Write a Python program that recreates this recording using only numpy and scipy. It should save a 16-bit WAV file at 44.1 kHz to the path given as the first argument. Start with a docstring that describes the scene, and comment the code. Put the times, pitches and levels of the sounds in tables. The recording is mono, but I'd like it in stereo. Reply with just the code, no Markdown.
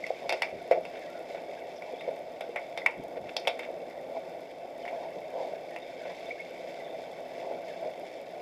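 """Underwater hockey, from a pair of microphones in a watertight case on the floor of a swimming pool.
Throughout, fins churn the water (a dull wash and pitched bubbles), surface fizz hisses and a faint tick runs.
Sticks and puck, noise bursts ringing the case, clack thickly at once; scuffs and gliding rubber squeaks follow
from about 1 s. The loudest clack falls near 2.9 s, with shoves of water (low noise) just after it.
Clacks then thin out, two loud squeaks come near 6.3 s, and the last kicks throw up bubbles from 7.5 s."""
import sys
import numpy as np
from scipy import signal
from scipy.fft import rfft, irfft
from scipy.io import wavfile
from scipy.ndimage import uniform_filter1d

SR = 44100
rng = np.random.default_rng(int(sys.argv[2]) if len(sys.argv) > 2 else 0)


def int16_out(signal):
    """Quantize to a 16-bit WAV file."""
    q = np.round(np.clip(np.atleast_2d(signal).T, -1, 1) * 32767)
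    wavfile.write(sys.argv[1], SR, q.astype(np.int16))


N = 370881
TIME = np.arange(N) / SR

# resonances of the case around the microphones: f/Hz, width/Hz, lift/dB
CASE_RESONANCES = [(175.2, 34, 8), (253.3, 20, 9), (348, 50, 1.5), (548, 107, 5), (678, 80, 7.5),
                   (917, 156, 5.5), (1113, 96, 5.5), (1480, 187, 6.5), (1887, 430, 7.5), (2263, 310, 11.5),
                   (2657, 116, 9), (3133, 93, 5.5), (3373, 124, 7), (3596, 193, 10.5), (3820, 32, 4.5),
                   (4480, 440, 3.5), (5014, 234, 8.5), (5360, 130, 7), (7490, 220, 2.5), (8440, 190, 1),
                   (9650, 380, 3.5), (11800, 540, 2.5)]

# faint hiss that differs between left and right, spectrum: f/Hz, level/dB
SIDE_HISS_SPECTRUM = [(30, 0), (120, -7), (400, -14), (1500, -12), (4000, -3), (8000, -3), (12000, -5),
                      (15000, -9)]
# wash stirred by the fins, spectrum: f/Hz, level/dB
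CHURN_SPECTRUM = [(20, -45), (50, -24), (80, -27), (125, -17.5), (220, -16.5), (320, -6.5), (480, -3),
                  (600, -0.5), (750, -3.5), (1000, -22.5), (1300, -26), (2500, -45)]
# surface fizz, spectrum: f/Hz, level/dB
FIZZ_SPECTRUM = [(500, -4.5), (1200, -19), (2000, 2.5), (3000, 0), (4000, -2), (6000, -6), (7600, -11.5),
                 (8300, -16.5), (13000, -22.5), (15500, -42)]
# water pushing on the case, spectrum: f/Hz, level/dB
SHOVE_SPECTRUM = [(20, -20), (55, -7), (100, -1), (170, 6.5), (260, 2), (380, 8), (520, 2), (900, -59)]

# churn surging and easing with the swimmers: t/s, base level/dB
CHURN_SURGE = [(0, -43.5), (.64, -45), (1.35, -43), (1.55, -44), (2.2, -44), (2.34, -44.5), (2.46, -44.5),
               (3.95, -43.5), (4.35, -43), (4.52, -46.5), (4.7, -44), (5.6, -43.5), (5.85, -45.5),
               (6.6, -44), (6.85, -43), (8.02, -44), (8.15, -45.5), (8.41, -43.5)]
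# slow rise and fall of the surface fizz: t/s, base level/dB
FIZZ_DRIFT = [(0.0, -50), (0.28, -53.5), (0.7, -55.5), (2.04, -54.5), (2.25, -57), (2.71, -56.5),
              (3.21, -58), (3.51, -56), (3.72, -56), (4.6, -57), (4.9, -55), (5.5, -54.5), (6.18, -52),
              (7.12, -54.5), (7.47, -53), (8.41, -55.5)]

# hard fin kicks: t/s, half length/s, large bubbles relative level/dB, small bubbles relative level/dB
FIN_KICKS = [(.25, 0.021, 8, -7), (0.333, 0.032, 12, -22), (0.763, 0.038, 13.5, -14),
             (1.886, 0.032, -8, -3), (2.094, 0.045, 8, -14), (3.177, 0.014, 7.5, -4),
             (3.688, 0.025, -9, -10), (4.166, 0.017, -1, -2.5), (4.957, 0.037, 5, -2.5),
             (5.045, 0.04, -5, -1), (5.176, 0.028, -3, -3), (5.421, 0.068, 8, 4.5), (6.097, 0.034, 2.5, -2),
             (7.5, 0.1, 5.5, -3.5), (7.855, 0.041, 6, -4)]
# water shoving the case: t/s, half length/s, level/dB
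WATER_SHOVES = [(.555, 0.021, -43.5), (.68, 0.24, -54.5), (2.997, 0.019, -40), (3.06, 0.051, -52),
                (3.23, 0.077, -48.5), (5.18, 0.018, -55)]
# gear scuffing the tiles: t/s, half length/s, level/dB
TILE_SCUFFS = [(.955, 0.035, -48), (1.37, 0.049, -52.5), (1.92, 0.016, -60), (2.09, 0.041, -50.5),
               (3.175, 0.014, -51), (3.294, 0.011, -48), (3.642, 0.029, -45), (6.1, 0.048, -52.5)]
# sharp dry treble clicks: t/s, level/dB
SHARP_CLICKS = [(0.627, -64), (0.851, -69), (1.101, -63), (1.226, -67), (2.16, -63), (2.408, -58),
                (2.56, -58), (3.038, -59), (3.591, -56), (5.76, -64)]
# single bubbles breaking loose, big gulps to small pings: t/s, peak level/dB, f/Hz
LOOSE_BUBBLES = [(0.0398, -24, 2130), (0.104, -17.5, 612), (1.569, -49, 1580), (1.935, -27.5, 536),
                 (2.077, -25.5, 605), (2.089, -21.5, 575), (2.491, -30.5, 474), (2.817, -34, 2050),
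                 (3.054, -35, 604), (3.241, -33.5, 650), (3.688, -27, 570), (3.702, -28, 563),
                 (3.732, -34, 519), (4.167, -29.5, 690), (5.16, -29.5, 580), (5.355, -30, 564),
                 (5.534, -27.5, 560), (5.708, -46, 1830), (5.819, -48, 3620), (6.266, -44.5, 3610),
                 (6.545, -52, 2040), (6.897, -53, 3580), (6.992, -34, 660), (7.511, -25.5, 530),
                 (7.859, -26.5, 550)]
# rubber squeaks: t/s, length/s, first f/Hz, last f/Hz, level/dB
RUBBER_SQUEAKS = [(1.01, 0.042, 1920, 1490, -53), (1.06, 0.04, 1850, 2000, -51),
                  (1.086, 0.035, 1420, 1400, -55.5), (1.135, 0.039, 1462, 1380, -53),
                  (1.304, 0.045, 4040, 3680, -60), (1.754, 0.027, 6500, 4460, -56.5),
                  (1.975, 0.043, 3280, 3950, -50.5), (4.822, 0.029, 3270, 2920, -55),
                  (6.303, 0.02, 2100, 2390, -33.5), (6.368, 0.034, 1510, 2050, -55),
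                  (6.392, 0.023, 2046, 2370, -36.5), (6.792, 0.041, 2030, 1984, -49),
                  (6.825, 0.047, 3660, 3510, -54)]
# stick and puck knocks: t/s, ring level/dB, ring f/Hz, weight (thud over ring)/dB,
# hardness (treble over ring, before trims)/dB, edge (bite over crack, before trims)/dB, echoes over direct/dB
STICK_KNOCKS = [(0.0648, -38.5, 2150, -20, -12.5, 3, -1), (0.2929, -29, 2500, 0, -6.5, 1, -4),
                (0.3025, -33.5, 2510, -6, -16, 2, 1), (0.3237, -31, 2660, 6.5, -9.5, 0, 1),
                (0.4199, -24, 2300, -4, -14.5, 3, 0.5), (0.7112, -35.5, 2170, 22, -12, 0, 1.5),
                (0.72, -34, 2220, 4, -23, -1, 1), (0.851, -41.5, 2780, 2, -15, 1, -1),
                (1.3463, -47.5, 2240, 14, -14, -3, 4), (1.8211, -42.5, 2270, 1, -20, -2, -1),
                (2.008, -42.5, 2150, -8, -18, -7, 2), (2.4079, -41.5, 2100, 8.5, -10.5, -8, 5),
                (2.5595, -32.5, 2030, 2.5, -25, -10, 4), (2.7746, -35, 2260, 2.5, -9, -6, 0),
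                (2.8613, -15.5, 2280, -13.5, -29.5, -3, -5.5), (3.3653, -34, 2620, 3.5, 2.5, 1.5, -3.5),
                (3.451, -42.5, 2300, -11, -31, -8, 0), (3.4724, -28.5, 2260, 7, -5.5, -14, -3.5),
                (3.478, -27, 2430, -2, -12, -4, -1.5), (3.5925, -35.5, 2310, -4, -15.5, -6, 1),
                (4.8519, -42, 2130, 6, -21, -5, -2), (4.8775, -38.5, 2240, 0, -25, -1, -1.5),
                (5.7615, -38.5, 2700, -1, -22, 0, -2), (6.053, -48, 2270, 11, -25, -5, 4)]

TOP_HZ = 15300
SIDE_HISS_DB = -75
# a heavier blow thuds lower
THUD_HZ, THUD_OCTAVES_PER_DB = 692, -0.03
RING_WIDTH_HZ = 370  # of the struck piece's own resonance
# a bubble of this pitch and peak is as loud as its echoes; smaller ones are weaker, nearer ones drier
BUBBLE_HZ, BUBBLE_DB, BUBBLE_DB_PER_OCTAVE, DRYNESS = 600, -28, -3.5, 0.7


def undb(db):
    """Decibels to gain."""
    return 10 ** (np.asarray(db) / 20)


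def unit(x):
    """Scale to rms 1."""
    return x / np.sqrt(np.mean(x ** 2))


def strength(x):
    """Rms of the loudest 5 ms."""
    return np.sqrt(uniform_filter1d(x ** 2, size=220, mode="constant").max())


def add(out, s, x):
    """Mix x into out at time s."""
    i = int(np.clip(s * SR, 0, N - 1))
    out[i:i + len(x)] += x[:N - i]


def through(x, response):
    """Convolve, keeping the length."""
    return signal.fftconvolve(x, response)[:len(x)]


def band(x, lo, hi, order=2):
    """Causal band-pass."""
    return signal.sosfilt(signal.butter(order, [lo, hi], "band", fs=SR, output="sos"), x)


def colour(x, spectrum):
    """Shape x with a spectrum of (f/Hz, level/dB), joined along log frequency."""
    hz, db = np.transpose(spectrum)
    f = np.maximum(np.fft.rfftfreq(N, 1 / SR), 1)
    gain = undb(np.interp(np.log(f), np.log(hz), db))
    return irfft(rfft(x) * gain, N)


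def swells(rows):
    """Sum of bell-shaped swells from rows (t/s, half length/s, level/dB)."""
    return sum(undb(db) * np.exp(-((TIME - s) / half) ** 2) for s, half, db in rows)


def walk(rate):
    """Smooth random drift, about `rate` changes per second, with a spread near 1."""
    k = int(SR / rate)
    steps = np.repeat(rng.standard_normal(N // k + 1), k)
    return uniform_filter1d(steps, k)[:N]


def case_response(size=4096):
    """Causal impulse response of the case walls, built from their resonances."""
    f = np.fft.rfftfreq(size, 1 / SR)
    lift_db = sum(db * np.exp(-2 * ((f - hz) / width) ** 2) for hz, width, db in CASE_RESONANCES)
    # folding the cepstrum onto positive time gives minimum phase: no ringing ahead of the blow
    cepstrum = irfft(np.log(undb(lift_db)))
    cepstrum[1:size // 2] *= 2
    cepstrum[size // 2 + 1:] = 0
    return irfft(np.exp(rfft(cepstrum)))


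def pool(echo_db, early_t60=0.034, late_t60=0.37, late_db=-13, gap_s=.002, size=16384):
    """The direct arrival, quick bounces between floor and surface, then a weaker wash from the walls."""
    t = np.arange(size) / SR
    early = undb(-60 * t / early_t60)
    late = undb(late_db - 60 * t / late_t60)
    echoes = rng.laplace(size=size) * (early + late) * (t > gap_s)
    echoes = unit(echoes) / np.sqrt(size)  # total energy 1, like the direct arrival
    return signal.unit_impulse(size) + undb(echo_db) * echoes


def packet(hz, swell_s=0.0025, size=700):
    """A few cycles that swell and soon die away."""
    t = np.arange(size) / SR
    envelope = t / swell_s * np.exp(-(t / swell_s) ** 2 / 2)
    return envelope * np.sin(2 * np.pi * hz * t)


def contact(spread_s, size=600):
    """An impulse smeared over many near paths, as noise lasting a few milliseconds."""
    t = np.arange(size) / SR
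    return rng.standard_normal(size) * t / spread_s * np.exp(-t / spread_s)


def swarm(centre_hz, octaves, scatter_db, echo_db, count):
    """Many distant bubbles of random time, pitch and size, from four places in the pool; rms 1."""
    out = np.zeros(N)
    for place in np.array_split(rng.random((count, 3)), 4):
        dry = np.zeros(N)
        for when, pitch, size in place:
            hz = centre_hz * 2 ** (octaves * (pitch - .5))
            add(dry, when * N / SR, undb(-scatter_db * size) * packet(hz))
        out += through(dry, pool(echo_db))
    return unit(out)


def side_hiss():
    """Faint steady hiss that differs between left and right: shaped noise."""
    return undb(SIDE_HISS_DB) * unit(colour(rng.standard_normal(N), SIDE_HISS_SPECTRUM))


def click(case, db, spread_s):
    """A short dry treble click: a band-passed noise burst."""
    x = band(through(contact(spread_s), case), 3800, 13700)
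    return undb(db) * x / strength(x)


def ticking(case, period_s=0.1, jitter_s=.013, tick_db=-66, scatter_db=2.0):
    """A faint, loosely regular tick in the treble, and some sharper clicks."""
    out = np.zeros(N)
    for k, (late, size) in enumerate(rng.standard_normal((90, 2))):
        s = (k + 1) * period_s + jitter_s * late
        add(out, s, click(case, tick_db + scatter_db * size, spread_s=0.0012))
    for s, db in SHARP_CLICKS:
        add(out, s, click(case, db, spread_s=0.00078))
    return out


def fizz(case, hiss_db=-0.74, bubbles_db=-6.5, pops_db=-13, pops_per_s=24,
         grain_db=3, flutter_db=1.5, cluster_db=2):
    """Fine bubbles crackle at the surface; some come in clusters and have a pitch, some burst with a click."""
    crackle = rng.standard_normal(N) * undb(grain_db * walk(900) + flutter_db * walk(18))
    hiss = unit(through(colour(crackle, FIZZ_SPECTRUM), case))
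    bubbles = swarm(centre_hz=2217, octaves=1.29, scatter_db=18.5, echo_db=0.0, count=1900)
    bubbles = unit(through(bubbles, case) * undb(cluster_db * walk(13)))
    bursts = rng.standard_normal(N) * (rng.random(N) < pops_per_s / SR)
    pops = through(colour(bursts, FIZZ_SPECTRUM), pool(0))
    pops = unit(through(pops, case))
    return undb(hiss_db) * hiss + undb(bubbles_db) * bubbles + undb(pops_db) * pops


def churn(case, wash_db=2, bubbles_db=-7.0, cloud_db=1, flutter_db=0.7):
    """Fins stir a dull wash and large bubbles; each hard kick adds a dense cloud and a spray of smaller ones."""
    wash = through(colour(rng.standard_normal(N), CHURN_SPECTRUM), case)
    wash = unit(wash) * undb(flutter_db * walk(22))
    bubbles = swarm(centre_hz=553, octaves=0.64, scatter_db=10.5, echo_db=-3.5, count=500)
    cloud = swarm(centre_hz=560, octaves=.8, scatter_db=8, echo_db=2, count=3000)
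    spray = swarm(centre_hz=772, octaves=0.62, scatter_db=13.5, echo_db=2, count=2200)
    cloud_swells = swells((s, half, large_db) for s, half, large_db, _ in FIN_KICKS)
    spray_swells = swells((s, half, small_db) for s, half, _, small_db in FIN_KICKS)
    kicks = unit(through(cloud, case)) * cloud_swells + unit(through(spray, case)) * spray_swells
    return undb(wash_db) * wash + undb(bubbles_db) * bubbles + undb(cloud_db) * kicks


def kick_fizz(case, fizz_db=-63, grain_db=4):
    """The spray of each hard kick carries a sizzle of the finest bubbles: grainy treble noise."""
    grains = rng.standard_normal(N) * undb(grain_db * walk(500))
    sizzle = unit(band(through(grains, case), 3000, 5500))
    return undb(fizz_db) * sizzle * swells((s, half, small_db) for s, half, _, small_db in FIN_KICKS)


def shoves(flutter_db=1.8):
    """Water heaves against the case in loose, uneven gulps of low noise."""
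    heave = colour(rng.standard_normal(N), SHOVE_SPECTRUM) * undb(flutter_db * walk(60))
    return swells(WATER_SHOVES) * unit(heave)


def bubble(hz, echo_db):
    """One bubble followed by its echoes; peak 1."""
    x = through(pool(echo_db), packet(hz))
    return x / np.abs(x).max()


def single_bubbles():
    """Short pitched blips above the wash; one that is loud for its size is near, so it has less echo."""
    out = np.zeros(N)
    for s, db, hz in LOOSE_BUBBLES:
        expected_db = BUBBLE_DB + BUBBLE_DB_PER_OCTAVE * np.log2(hz / BUBBLE_HZ)
        nearness_db = db - expected_db
        add(out, s, undb(db) * bubble(hz, -DRYNESS * nearness_db))
    return out


def scuffs(case, grain_db=5):
    """Gear dragged over the tiles: short runs of fine, uneven grit."""
    grit = rng.standard_normal(N) * undb(grain_db * walk(400))
    return swells(TILE_SCUFFS) * unit(band(through(grit, case), 1340, 3100))


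def squeaks(waver=0.028, far_db=-50, dryness=0.34):
    """Rubber sliding on tile: an unsteady gliding tone, smeared by the pool; a louder one is nearer and drier."""
    out = np.zeros(N)
    for s, length, first_hz, last_hz, db in RUBBER_SQUEAKS:
        n = int(length * SR)
        unsteadiness = unit(uniform_filter1d(rng.standard_normal(n), size=60))
        hz = np.geomspace(first_hz, last_hz, n) * (1 + waver * unsteadiness)
        tone = np.hanning(n) * np.sin(2 * np.pi * np.cumsum(hz) / SR)
        x = signal.fftconvolve(tone, pool(dryness * (far_db - db)))
        add(out, s, undb(db) * x / strength(x))
    return out


def clack(case, lo, hi, echo_db, spread_s, early_t60=0.083, order=3):
    """One band of a blow: a rough first arrival of a few milliseconds, then dense echoes from the pool."""
    clean = band(case, lo, hi, order=order)
    first = signal.fftconvolve(contact(spread_s), clean)
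    paths = pool(echo_db, early_t60=early_t60)
    out = through(paths - signal.unit_impulse(len(paths)), clean)  # echoes alone
    # the rough arrival keeps the energy of the clean one it replaces
    add(out, 0, first * np.linalg.norm(clean) / np.linalg.norm(first))
    return out


def knocks(case, thud_trim_db=0, body_trim_db=-9.5, tick_trim_db=-11.5, tick_echo_db=-6,
           ring_lift_db=-3, low_bite_db=-6.0, high_bite_db=-1.5):
    """Each blow rings the case from low thud to tick, in shares set by how heavy and hard the contact is."""
    out = np.zeros(N)
    for s, ring_db, ring_hz, weight_db, hardness_db, edge_db, echo_db in STICK_KNOCKS:
        # the struck stick or puck lifts its own pitch out of the ring
        ring = clack(case, 1830, 2890, echo_db, spread_s=0.0005, order=4)
        own_pitch = band(ring, ring_hz - RING_WIDTH_HZ / 2, ring_hz + RING_WIDTH_HZ / 2, order=1)
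        ring = ring + undb(ring_lift_db) * own_pitch
        # the thud arrives as a compact packet, and its echoes last long
        thud_hz = THUD_HZ * 2 ** (THUD_OCTAVES_PER_DB * weight_db)
        thud = through(pool(-2.5, early_t60=.17, gap_s=.004), case)
        thud = band(through(thud, packet(thud_hz, swell_s=.0013)), 455, 940, order=3)
        body = band(through(pool(echo_db, early_t60=0.14), case), 735, 1530)
        crack = clack(case, 3080, 3900, echo_db, spread_s=0.00054)
        low_bite = clack(case, 4150, 4650, echo_db, spread_s=0.00093)
        high_bite = clack(case, 4630, 5830, echo_db, spread_s=0.0011)
        # the walls return little treble, so the tick is over sooner
        tick = clack(case, 3700, 10900, echo_db + tick_echo_db, spread_s=0.0016, early_t60=0.06, order=2)
        # weight feeds the thud and, a little, the body; hardness feeds crack and bite and, by half, the tick
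        bite_db = hardness_db + edge_db / 2
        parts = [(thud, weight_db + thud_trim_db),
                 (body, weight_db / 3 + body_trim_db),
                 (ring, 0),
                 (crack, hardness_db - edge_db / 2),
                 (low_bite, bite_db + low_bite_db),
                 (high_bite, bite_db + high_bite_db),
                 (tick, hardness_db / 2 + tick_trim_db)]
        add(out, s, sum(x * undb(ring_db + db) / strength(x) for x, db in parts))
    return out


def scene():
    """The pool reaches both microphones alike; a faint hiss is opposite in the two channels."""
    case = case_response()
    churn_db = np.interp(TIME, *np.transpose(CHURN_SURGE))
    fizz_db = np.interp(TIME, *np.transpose(FIZZ_DRIFT))
    water = undb(fizz_db) * fizz(case) + undb(churn_db) * churn(case)
    water += kick_fizz(case) + shoves() + single_bubbles()
    play = scuffs(case) + squeaks() + knocks(case)
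    mid = ticking(case) + water + play
    side = side_hiss()
    return np.array([mid + side, mid - side])


def record(dry):
    """A steep low-pass takes away the top treble."""
    return signal.sosfilt(signal.ellip(10, .2, 70, TOP_HZ, fs=SR, output="sos"), dry)


dry = scene()
out = record(dry)
int16_out(out)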